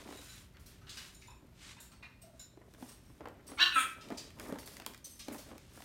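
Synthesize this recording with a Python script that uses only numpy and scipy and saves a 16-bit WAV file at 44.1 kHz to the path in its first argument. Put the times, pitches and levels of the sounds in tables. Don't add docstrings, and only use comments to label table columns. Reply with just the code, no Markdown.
import sys
import numpy as np
from scipy import signal
from scipy.fft import rfft, irfft, next_fast_len
from scipy.io import wavfile
from scipy.ndimage import uniform_filter1d, map_coordinates

SR = 44100
rng = np.random.default_rng(int(sys.argv[2]) if len(sys.argv) > 2 else 0)


def ratio_of_db(decibels):
    return 10 ** (np.asarray(decibels, float) / 20)


def put_to_file(sound):
    columns = np.atleast_2d(sound).T
    safe = np.clip(columns, -1, 1)
    whole_steps = np.round(safe * 32767)
    wavfile.write(sys.argv[1], SR, whole_steps.astype(np.int16))


N = 257544

# frequency [Hz], density [dB per Hz].
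AIR_SPECTRUM = [(20, -43), (35, -1), (65, 4), (114, 0.5), (165, -3.5), (390, -17.5), (520, -53), (900, -72)]
HISS_SPECTRUM = [(300, -19.5), (2460, -25.5), (7000, -39), (10000, -46), (13000, -33), (15800, -47)]
# frequency [Hz], level [dB].
FRIDGE_HUM = [(59.5, -70.5), (119.5, -73), (188, -79), (236, -77.5), (380, -80)]
# frequency [Hz], t60 [s].
ROOM_T60 = [(200, 0.32), (1300, 0.45), (4000, 0.42), (10000, 0.3)]

# frequency [Hz], density [dB per Hz].
RUB_SPECTRUM = [(650, -10), (1100, -1), (1850, 2), (3840, 2.5), (4980, -1), (8290, -3.5), (12000, -18),
                (15600, -40)]
FINE_SPECTRUM = [(3000, -37), (5000, -0.5), (7600, -3), (9500, 1.5), (13200, -4), (16000, -10)]
# resonance [Hz], width [Hz], level [dB].
RING_MODES = [(218, 60, 1), (296, 70, 5), (412, 60, -0.5), (576, 124, 1), (896, 254, -8.5), (1115, 440, -9)]
SCUFF_MODES = [(1150, 610, 0), (1930, 620, 1.5), (3000, 830, -11)]
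# start [s], length [s], strength [dB], fine hiss over the rub [dB].
STROKES = [(0, 0.039, -59, -10), (0.105, 0.29, -58, -5.5), (0.683, 0.064, -65.5, -8),
           (0.941, 0.14, -56.5, -8.5), (1.14, 0.14, -71, -4), (1.625, 0.089, -54.5, -17),
           (1.802, 0.081, -67.5, -20), (2.368, .03, -72.5, -7), (2.713, 0.023, -73, -7),
           (2.811, 0.12, -66, 1.5), (3.03, 0.15, -76, -2), (3.508, .01, -62.5, -13),
           (3.603, 0.32, -67, 4.5), (4.044, 0.24, -64, -10), (4.414, 0.082, -62, 0.5),
           (4.57, 0.12, -69, -14), (4.72, 0.041, -61, -1), (4.8, 0.14, -74, -5), (5.094, 0.13, -70, 4.5),
           (5.27, 0.058, -65, -2), (5.35, .04, -63.5, -3), (5.42, 0.084, -64, -5.5),
           (5.56, 0.18, -67.5, -12), (5.761, .1, -64.5, 2)]
# start [s], length [s], strength [dB].
SHOVES = [(0, .02, -54), (.06, 0.07, -53), (.16, .06, -60), (2.6, 0.17, -66), (2.78, 0.18, -65.5),
          (3.215, 0.079, -55.5), (3.36, 0.13, -62.5), (3.5, 0.014, -53), (3.76, 0.11, -58.5),
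          (3.97, 0.027, -59.5), (4.04, 0.045, -57.5), (4.11, 0.0052, -45), (4.2, 0.082, -62.5),
          (4.39, 0.071, -51.5), (4.47, 0.032, -48), (4.53, 0.014, -45), (4.65, 0.17, -62),
          (4.87, 0.01, -54), (5.29, 0.06, -49), (5.48, 0.068, -55), (5.72, .12, -63.5)]

# time [s], strength [dB], weight [dB], hard edge [dB].
THUMPS = [(.0875, -48, 9, -8), (.108, -50, 3.5, -12), (.1235, -45.5, 3, -8), (2.572, -55.5, 10.5, -21),
          (2.824, -43, 6.5, -14), (3.1, -56.5, 6, -20), (3.206, -42.5, 5.5, -29), (3.255, -37, -6, -23),
          (3.272, -41, -10, -32), (3.516, -42, 1, -11), (3.534, -47, -13, -15), (4.102, -40.5, 3, -8),
          (4.12, -42, 9, -10), (4.491, -47, 2, -14), (4.5229, -40.5, 12.5, -5), (4.556, -42.5, -4, -12),
          (4.798, -42.5, -17, -1), (4.863, -42, -0.5, -2), (5.2822, -38.5, 3, -2.5), (5.344, -41, -1, -7),
          (5.491, -55, -15, -15), (5.5129, -45, 7.5, -16), (5.774, -47, -8, -16), (5.803, -49.5, -5, -7)]
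# time [s], strength [dB], snap [dB], sharp edge [dB].
TICKS = [(0.074, -51, -10, -14), (.568, -53, -14, -22), (2.737, -58.5, 0, 0), (2.746, -57, -11, -14),
         (3.284, -56.5, -2, 0.5), (4.086, -50, -5, -12), (4.303, -53, -6, -10), (4.386, -55, -12, -12),
         (4.3965, -45, 2, 0), (4.448, -53, -10, -10), (4.543, -56, -4, -4), (4.585, -47, -2, -12),
         (4.629, -49, -10, -14), (4.674, -47, 3, -9), (4.767, -44, -1, -8), (4.819, -47, -8, -18),
         (4.847, -53, -14, -16), (4.862, -43, 6, 9.5), (4.935, -51, -3, -9), (4.945, -46, -2, -8),
         (4.976, -63, 9, 10), (5.321, -52, -10, -18), (5.36, -53, -8, -18), (5.579, -54, 1, 1),
         (5.82, -46.5, -10, -14)]
# region [Hz], width [Hz], level [dB], t60 of the push [s], punch [ratio].
CONTACT_PARTS = [
    (271, 145, 14.5, 0.039, 11.9),
    (578, 556, 15, 0.031, 6.2),
    (1840, 1700, 13.5, 0.013, 3.6),
    (4300, 3200, 10.5, 0.008, 4.2),
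    (8200, 6500, 9.5, 0.006, 4.0),
]

# time [s], peak [dB].
FORK_MODES = [(1507, 41, -8), (3880, 120, 0), (5400, 33, -6), (7080, 100, 3.5), (8400, 22, -9),
              (9020, 49, -3), (11100, 83, -6), (13600, 39, -8)]
FORK_HITS = [(0.122, -61), (0.171, -57), (0.2444, -62), (0.292, -58), (1.146, -57.5), (1.2145, -77),
             (1.271, -65), (1.305, -65.5), (1.8007, -61), (2.394, -55.5)]
SPOON_MODES = [(4600, 19, -20), (5570, 107, -8), (8380, 79, 4.5), (10550, 38, -0.5), (12400, 35, -14),
               (15600, 97, -10)]
SPOON_HITS = [(1.916, -66), (2.216, -58), (2.887, -55.5), (2.92, -62), (3.06, -67.5), (3.477, -47.5),
              (3.559, -65)]
KNIFE_MODES = [(6160, 48, 0), (7360, 41, -19), (8340, 41, -5), (9360, 32, -6.5), (11200, 35, -22),
               (12400, 226, -4.5), (14100, 54, -31)]
KNIFE_HITS = [
    (5.0426, -46),
    (5.1078, -51.5),
    (5.19, -51),
]
CUP_MODES = [(943, 34, -4.5), (2504, 54, -9.5), (3660, 65, -8)]
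CUP_HITS = [
    (1.282, -51),
    (1.768, -52),
]
GLASS_MODES = [(4440, 25, 0)]
GLASS_HITS = [(0.5457, -72), (1.9165, -69), (3.477, -62), (4.664, -62), (4.725, -67)]
BOWL_MODES = [(665, 25.2, 0.5), (1450, 82, -9)]
BOWL_HITS = [
    (1.94, -72),
    (2.235, -60),
    (2.28, -64),
    (2.39, -83),
]
SAUCER_MODES = [(1496, 307, 2), (2180, 200, 11), (2447, 261, 11.5), (2720, 105, 3), (4000, 300, 3)]
SAUCER_HITS = [
    (1.22, -66),
    (2.026, -57),
]
TONGS_MODES = [(6630, 21, -7), (7480, 62, 1), (7900, 41, -4), (8900, 78, -6)]
TONGS_HITS = [
    (1.7995, -56),
    (1.826, -58),
]
PLATE_MODES = [(2920, 130, 0), (3910, 110, 3), (4340, 100, -5)]
PLATE_HITS = [
    (.867, -56),
    (0.892, -49),
    (.968, -53),
]
PAN_MODES = [(4840, 40, 0), (5610, 76, -3), (5990, 28, -3), (6370, 41, -7)]
PAN_HITS = [
    (4.1725, -51),
    (4.19, -54),
    (4.5865, -52),
]
LEG_MODES = [(1140, 70, 0), (2150, 60, 0), (3150, 90, -1)]
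LEG_HITS = [
    (3.577, -44),
    (3.587, -42),
]

# time [s], strength [dB], pitch [octaves over the lowest region],
# fall away from that pitch [dB per octave].
KNOCKS = [(0.539, -58, .05, 21), (0.595, -46, 3.7, 8), (0.659, -45, 2.7, 8.5), (0.813, -56.5, 0.34, 5.5),
          (0.8672, -44, 0.76, 15), (0.8914, -34, 1.7, 22.5), (0.9691, -38, 1.5, 7),
          (1.2137, -51.5, 1.9, 11.5), (1.7796, -52.5, .05, 22), (1.8007, -41, 3, 16),
          (1.826, -51.5, 3.6, 7), (1.916, -56.5, 0.045, 1.5), (2.0252, -41.5, 0.48, 16),
          (2.2165, -51, 2.93, 5.5), (2.3935, -49.5, 2.9, 4.5), (2.8845, -49, 2.1, 4),
          (3.4658, -43, 2.6, 11.5), (3.847, -43.5, 3.0, 28), (4.0084, -42.5, 1.47, 15.5),
          (4.173, -37, 2.0, 11), (4.5856, -38.5, 2.78, 10.5), (4.657, -35, 3.54, 8.5),
          (5.044, -37, 2.74, 11.5), (5.1923, -37, 1.61, 15.5), (5.321, -36.5, 3, 27), (5.38, -39.5, 2.6, 9)]
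# region [Hz], width [Hz], level [dB].
DISH_REGIONS = [(1274, 900, 12.5), (2850, 1900, 5), (5010, 2780, 4.5), (9900, 5700, -3)]

# time [s], rate [slips per second].
FIRST_RATE = [(3.572, 285), (3.593, 271), (3.599, 334), (3.61, 348), (3.622, 357.5), (3.645, 355),
              (3.67, 354), (3.74, 352)]
SECOND_RATE = [(3.725, 285), (3.745, 280), (3.756, 273), (3.77, 265), (3.79, 257.5), (3.89, 256)]
# time [s], force [dB], unevenness [dB].
FIRST_FORCE = [(3.572, -58, -3), (3.6, -35.5, 3), (3.61, -32.5, 0), (3.619, -29.5, -2), (3.638, -30, 0),
               (3.654, -44.5, 12), (3.672, -33.5, -7), (3.69, -52.5, 13), (3.74, -59, 2)]
SECOND_FORCE = [(3.722, -47, 1), (3.75, -47, -16), (3.761, -26.5, -18), (3.772, -26.5, -26),
                (3.788, -29, -7), (3.795, -35.5, 1.5), (3.812, -33, -6.5), (3.829, -43.5, 6.5),
                (3.891, -70, 7)]
# multiple of the slip rate [ratio], level [dB].
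FIRST_ORDERS = [(.96, -22), (2, -23), (3.11, -8), (4.15, -8), (5, 0), (6.3, -15), (7.55, -11), (8, .5),
                (8.83, -8), (10.3, -12), (11.05, 2), (11.3, -8), (12.1, -11), (12.9, -11), (15.5, -14)]
SECOND_ORDERS = [(1.08, -26), (2.18, -32), (2.95, -32), (3.93, -19), (5, 0), (5.17, -13), (5.75, -18),
                 (6.12, -11), (7.2, -18), (8, -21), (9.15, -10), (10, -12), (10.7, -22), (12.5, -21),
                 (13.1, -18)]
# resonance [Hz], width [Hz], level [dB].
FIRST_FRAME = [(1150, 300, -1), (1650, 400, 1), (2930, 490, 2), (3740, 980, -1), (4620, 210, -4),
               (5350, 580, -9)]
SECOND_FRAME = [(1480, 500, 0), (2330, 370, -4), (3340, 440, -4)]
FIRST_SCREECH_MODES = [(7150, 460, 5), (8600, 700, 2), (12700, 990, 1), (14400, 1600, -2)]
SECOND_SCREECH_MODES = [(6820, 680, -2.5), (8430, 460, 6.5), (9470, 770, 2.5), (11700, 1100, -6),
                        (15200, 900, -9)]


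def unit(x):
    return x / np.sqrt(np.mean(x ** 2) + 1e-20)


def along(points, hz):
    f, v = np.transpose(points)
    return np.interp(np.log(hz + 1), np.log(f + 1), v)


def curves(rows):
    s, *cols = np.transpose(rows)
    return [np.interp(np.arange(N) / SR, s, c) for c in cols]


def wobble(rate):
    knots = rng.standard_normal(int(N * rate / SR) + 4)
    return map_coordinates(knots, [np.arange(N) * rate / SR])


def filtered(x, response):
    m = next_fast_len(len(x) + SR // 4)
    return irfft(rfft(x, m) * response(np.fft.rfftfreq(m, 1 / SR)), m)[:len(x)]


def resonance(f, hz, width):
    damping = 1j * f * width
    return damping / (hz * hz - f * f + damping)


def twice(modes):
    return lambda f: sum((-1) ** k * ratio_of_db(db) * resonance(f, hz, 1.5 * width) ** 2
                         for k, (hz, width, db) in enumerate(modes))


def gritty(grit_db, rate):
    return rng.standard_normal(N) * ratio_of_db(grit_db * wobble(rate))


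def room(x, wet_db):
    out, step, delay = np.pad(x, (0, SR)), SR // 7, 130
    for i in range(0, N, step):
        piece = x[i:i + step]
        if not piece.any():
            continue
        hz, t, z = signal.stft(rng.standard_normal(SR // 2), SR, nperseg=256)
        decay = ratio_of_db(-60 * t / along(ROOM_T60, hz)[:, None])
        tail = signal.istft(z * decay, SR, nperseg=256)[1]
        answer = signal.fftconvolve(piece, tail / np.linalg.norm(tail))
        out[i + delay:][:len(answer)] += ratio_of_db(wet_db) * answer
    return out[:N]


def strokes(rows, rise_db_s, fall_db_s, rest_db):
    t, power = np.arange(N) / SR, np.full(N, ratio_of_db(2 * rest_db))
    for s, length, db in rows:
        near = slice(max(0, round((s - .2) * SR)), round((s + length + .4) * SR))
        u = t[near] - s
        rise = rise_db_s * np.maximum(-u, 0)
        fall = fall_db_s * np.maximum(u - length, 0)
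        power[near] += ratio_of_db(2 * (db - rise - fall))
    return np.sqrt(power)


def bursts(events, regions, length, rise, lag):
    out, t = np.zeros(N), np.arange(round(length * SR)) / SR
    noise = rng.standard_normal((len(events), len(regions), len(t))) * (1 - np.exp(-t / rise))
    for k, (hz, width, gain_db, t60, punch) in enumerate(regions):
        pushes = np.zeros(N + SR)
        for (s, db, *region_db), grain in zip(events, noise):
            push = np.append(punch, grain[k, 1:])
            start = round((s + lag) * SR)
            pushes[start:][:len(t)] += ratio_of_db(db + region_db[k] - 60 * t / t60) * push
        out += filtered(pushes[:N], twice([(hz, width, gain_db)]))
    return out


def rubbing():
    rumble = unit(filtered(gritty(grit_db=3.0, rate=110), twice(RING_MODES)))
    scuff = unit(filtered(gritty(grit_db=6.5, rate=180), twice(SCUFF_MODES)))
    rub = unit(filtered(gritty(grit_db=1.5, rate=210), lambda f: ratio_of_db(along(RUB_SPECTRUM, f))))
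    fine = unit(filtered(gritty(grit_db=2.0, rate=280), lambda f: ratio_of_db(along(FINE_SPECTRUM, f))))

    rumble_gain = strokes(SHOVES, rise_db_s=650, fall_db_s=180, rest_db=-70.5)
    scuff_gain = ratio_of_db(-12) * strokes(SHOVES, rise_db_s=650, fall_db_s=303, rest_db=-85)
    rub_rows = [(s, length, db) for s, length, db, _ in STROKES]
    fine_rows = [(s, length, db + over) for s, length, db, over in STROKES]
    rub_gain = ratio_of_db(-0.4) * strokes(rub_rows, rise_db_s=256, fall_db_s=170, rest_db=-79.5)
    fine_gain = ratio_of_db(1.1) * strokes(fine_rows, rise_db_s=256, fall_db_s=170, rest_db=-82)
    return rumble_gain * rumble + scuff_gain * scuff + rub_gain * rub + fine_gain * fine


def air():
    spectrum = lambda f: ratio_of_db(along(AIR_SPECTRUM, f)) + ratio_of_db(along(HISS_SPECTRUM, f))
    noise = unit(filtered(rng.standard_normal(N), spectrum))
    t, hum = np.arange(N) / SR, np.zeros(N)
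    for hz, db in FRIDGE_HUM:
        strength = ratio_of_db(db + 4.0 + 2.5 * wobble(3.75))
        hum += strength * np.sin(2 * np.pi * hz * t + 0.32 * wobble(12.0))
    return ratio_of_db(-61.5 + 2.0 * wobble(2.82)) * noise + hum


def contacts():
    claw_db, thud_db, hollow_db = -4.5, -22, -19
    rows = [(s, db, weight, 0, edge, edge + claw_db, edge + 2 * claw_db) for s, db, weight, edge in THUMPS]
    rows += [(s, db, thud_db, hollow_db, 0, snap, sharp) for s, db, snap, sharp in TICKS]
    return room(bursts(rows, CONTACT_PARTS, length=.03, rise=0.0005, lag=.0015), wet_db=-6.5)


def clinks(modes, hits, t60, gain_db):
    out, t = np.zeros(N + SR), np.arange(SR // 6) / SR
    attack = 1 - np.exp(-t / 0.0011)
    for s, db in hits:
        for hz, width, level in modes:
            detune, phase, size = rng.standard_normal((3, 8, 1))
            angle = 2 * np.pi * (hz + 1.098 * width * detune) * t + 3 * phase
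            cluster = np.sum(ratio_of_db(2.74 * size) * np.sin(angle), axis=0)
            fade_db = 60 * t / t60 * (hz / 6000) ** 0.23
            peak_db = db + gain_db + level + 1.4 * size[0] - 5.0
            out[round(s * SR):][:len(t)] += ratio_of_db(peak_db - fade_db) * cluster * attack
    return out[:N]


def tableware():
    pieces = [clinks(FORK_MODES, FORK_HITS, t60=0.1, gain_db=-3.5),
              clinks(SPOON_MODES, SPOON_HITS, t60=0.12, gain_db=-6.5),
              clinks(GLASS_MODES, GLASS_HITS, t60=0.077, gain_db=-1.0),
              clinks(PLATE_MODES, PLATE_HITS, t60=0.055, gain_db=-7),
              clinks(SAUCER_MODES, SAUCER_HITS, t60=0.1, gain_db=-8.5),
              clinks(CUP_MODES, CUP_HITS, t60=0.062, gain_db=-5),
              clinks(TONGS_MODES, TONGS_HITS, t60=.05, gain_db=-4),
              clinks(BOWL_MODES, BOWL_HITS, t60=0.18, gain_db=-5.5),
              clinks(LEG_MODES, LEG_HITS, t60=.03, gain_db=-6),
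              clinks(PAN_MODES, PAN_HITS, t60=.06, gain_db=-5),
              clinks(KNIFE_MODES, KNIFE_HITS, t60=0.13, gain_db=-7)]
    return sum(pieces)


def knocks():
    octaves = np.log2([hz / DISH_REGIONS[0][0] for hz, _, _ in DISH_REGIONS])
    rows = [(s, db, *(-fall * abs(octaves - pitch))) for s, db, pitch, fall in KNOCKS]
    regions = [(*region, .06, 0) for region in DISH_REGIONS]
    return bursts(rows, regions, length=.08, rise=0.0025, lag=.0005)


def squeak(rates, force, orders, frame, bright, catch, trail, jitter, flutter_db):
    force_db, uneven_db = curves(force)
    full_db, begin = force_db.max(), force[0][0]
    t = np.arange(N) / SR
    on = np.flatnonzero((t > begin) & (t < force[-1][0]))

    catch_s, above_multiple, before_db, after_db, swing_share = catch
    uncaught = np.clip((catch_s - t[on]) / 0.0093 + .5, 0, 1)
    upper_db = after_db + (before_db - after_db) * uncaught + swing_share * (force_db[on] - full_db)

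    screech_full_db, share, smooth_s, lag_s = trail
    late_db = np.roll(uniform_filter1d(force_db, round(smooth_s * SR)), round(lag_s * SR))
    screech_db = screech_full_db + share * (late_db - full_db)

    phase = 2 * np.pi * np.cumsum(curves(rates)[0] * (1 + jitter * wobble(140))) / SR
    out, knots = np.zeros(N), [(t[on] - begin) * 90]
    for k, db in orders:
        flutter = map_coordinates(rng.standard_normal(40), knots)
        drift = map_coordinates(rng.standard_normal(40), knots)
        level_db = db + 2.0 + force_db[on] + upper_db * (k > above_multiple) + flutter_db * flutter
        out[on] += ratio_of_db(level_db) * np.sin(k * phase[on] + 6 * rng.random() + 0.054 * k * drift)

    grind = ratio_of_db(force_db + uneven_db) * unit(filtered(gritty(grit_db=3.0, rate=220), twice(frame)))
    screech = ratio_of_db(screech_db) * unit(filtered(gritty(grit_db=2.4, rate=45), twice(bright)))
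    out[on] += grind[on] + screech[on] * signal.windows.tukey(len(on), .4)
    return out


def chair():
    first = squeak(FIRST_RATE, FIRST_FORCE, FIRST_ORDERS, FIRST_FRAME, FIRST_SCREECH_MODES,
                   catch=(5.5, 9.5, 2, -12, 1.5), trail=(-51, .8, .03, .008), jitter=0.003, flutter_db=1.5)
    second = squeak(SECOND_RATE, SECOND_FORCE, SECOND_ORDERS, SECOND_FRAME, SECOND_SCREECH_MODES,
                    catch=(3.5, 9, 10, -2, -0.7), trail=(-39, 0.55, 0.068, .018), jitter=0.004, flutter_db=1.6)
    return first + second


def scene():
    near = rubbing() + contacts()
    far = room(tableware(), wet_db=0.0) + room(knocks(), wet_db=4.5) + room(chair(), wet_db=-6.0)
    return (near + far + air())[None]


def roll_off(x):
    return signal.sosfilt(signal.butter(12, 16660, fs=SR, output="sos"), x)


def record(dry):
    edge_hz, top_hz = 15930, 16600

    def port(f):
        dip_db = -6 * np.exp(-((f - 10550) / 300) ** 2)
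        return ratio_of_db(dip_db - 24 * (f > edge_hz)) * (f < top_hz)

    return roll_off(filtered(dry[0], port)[None])


dry = scene()
out = record(dry)
put_to_file(out)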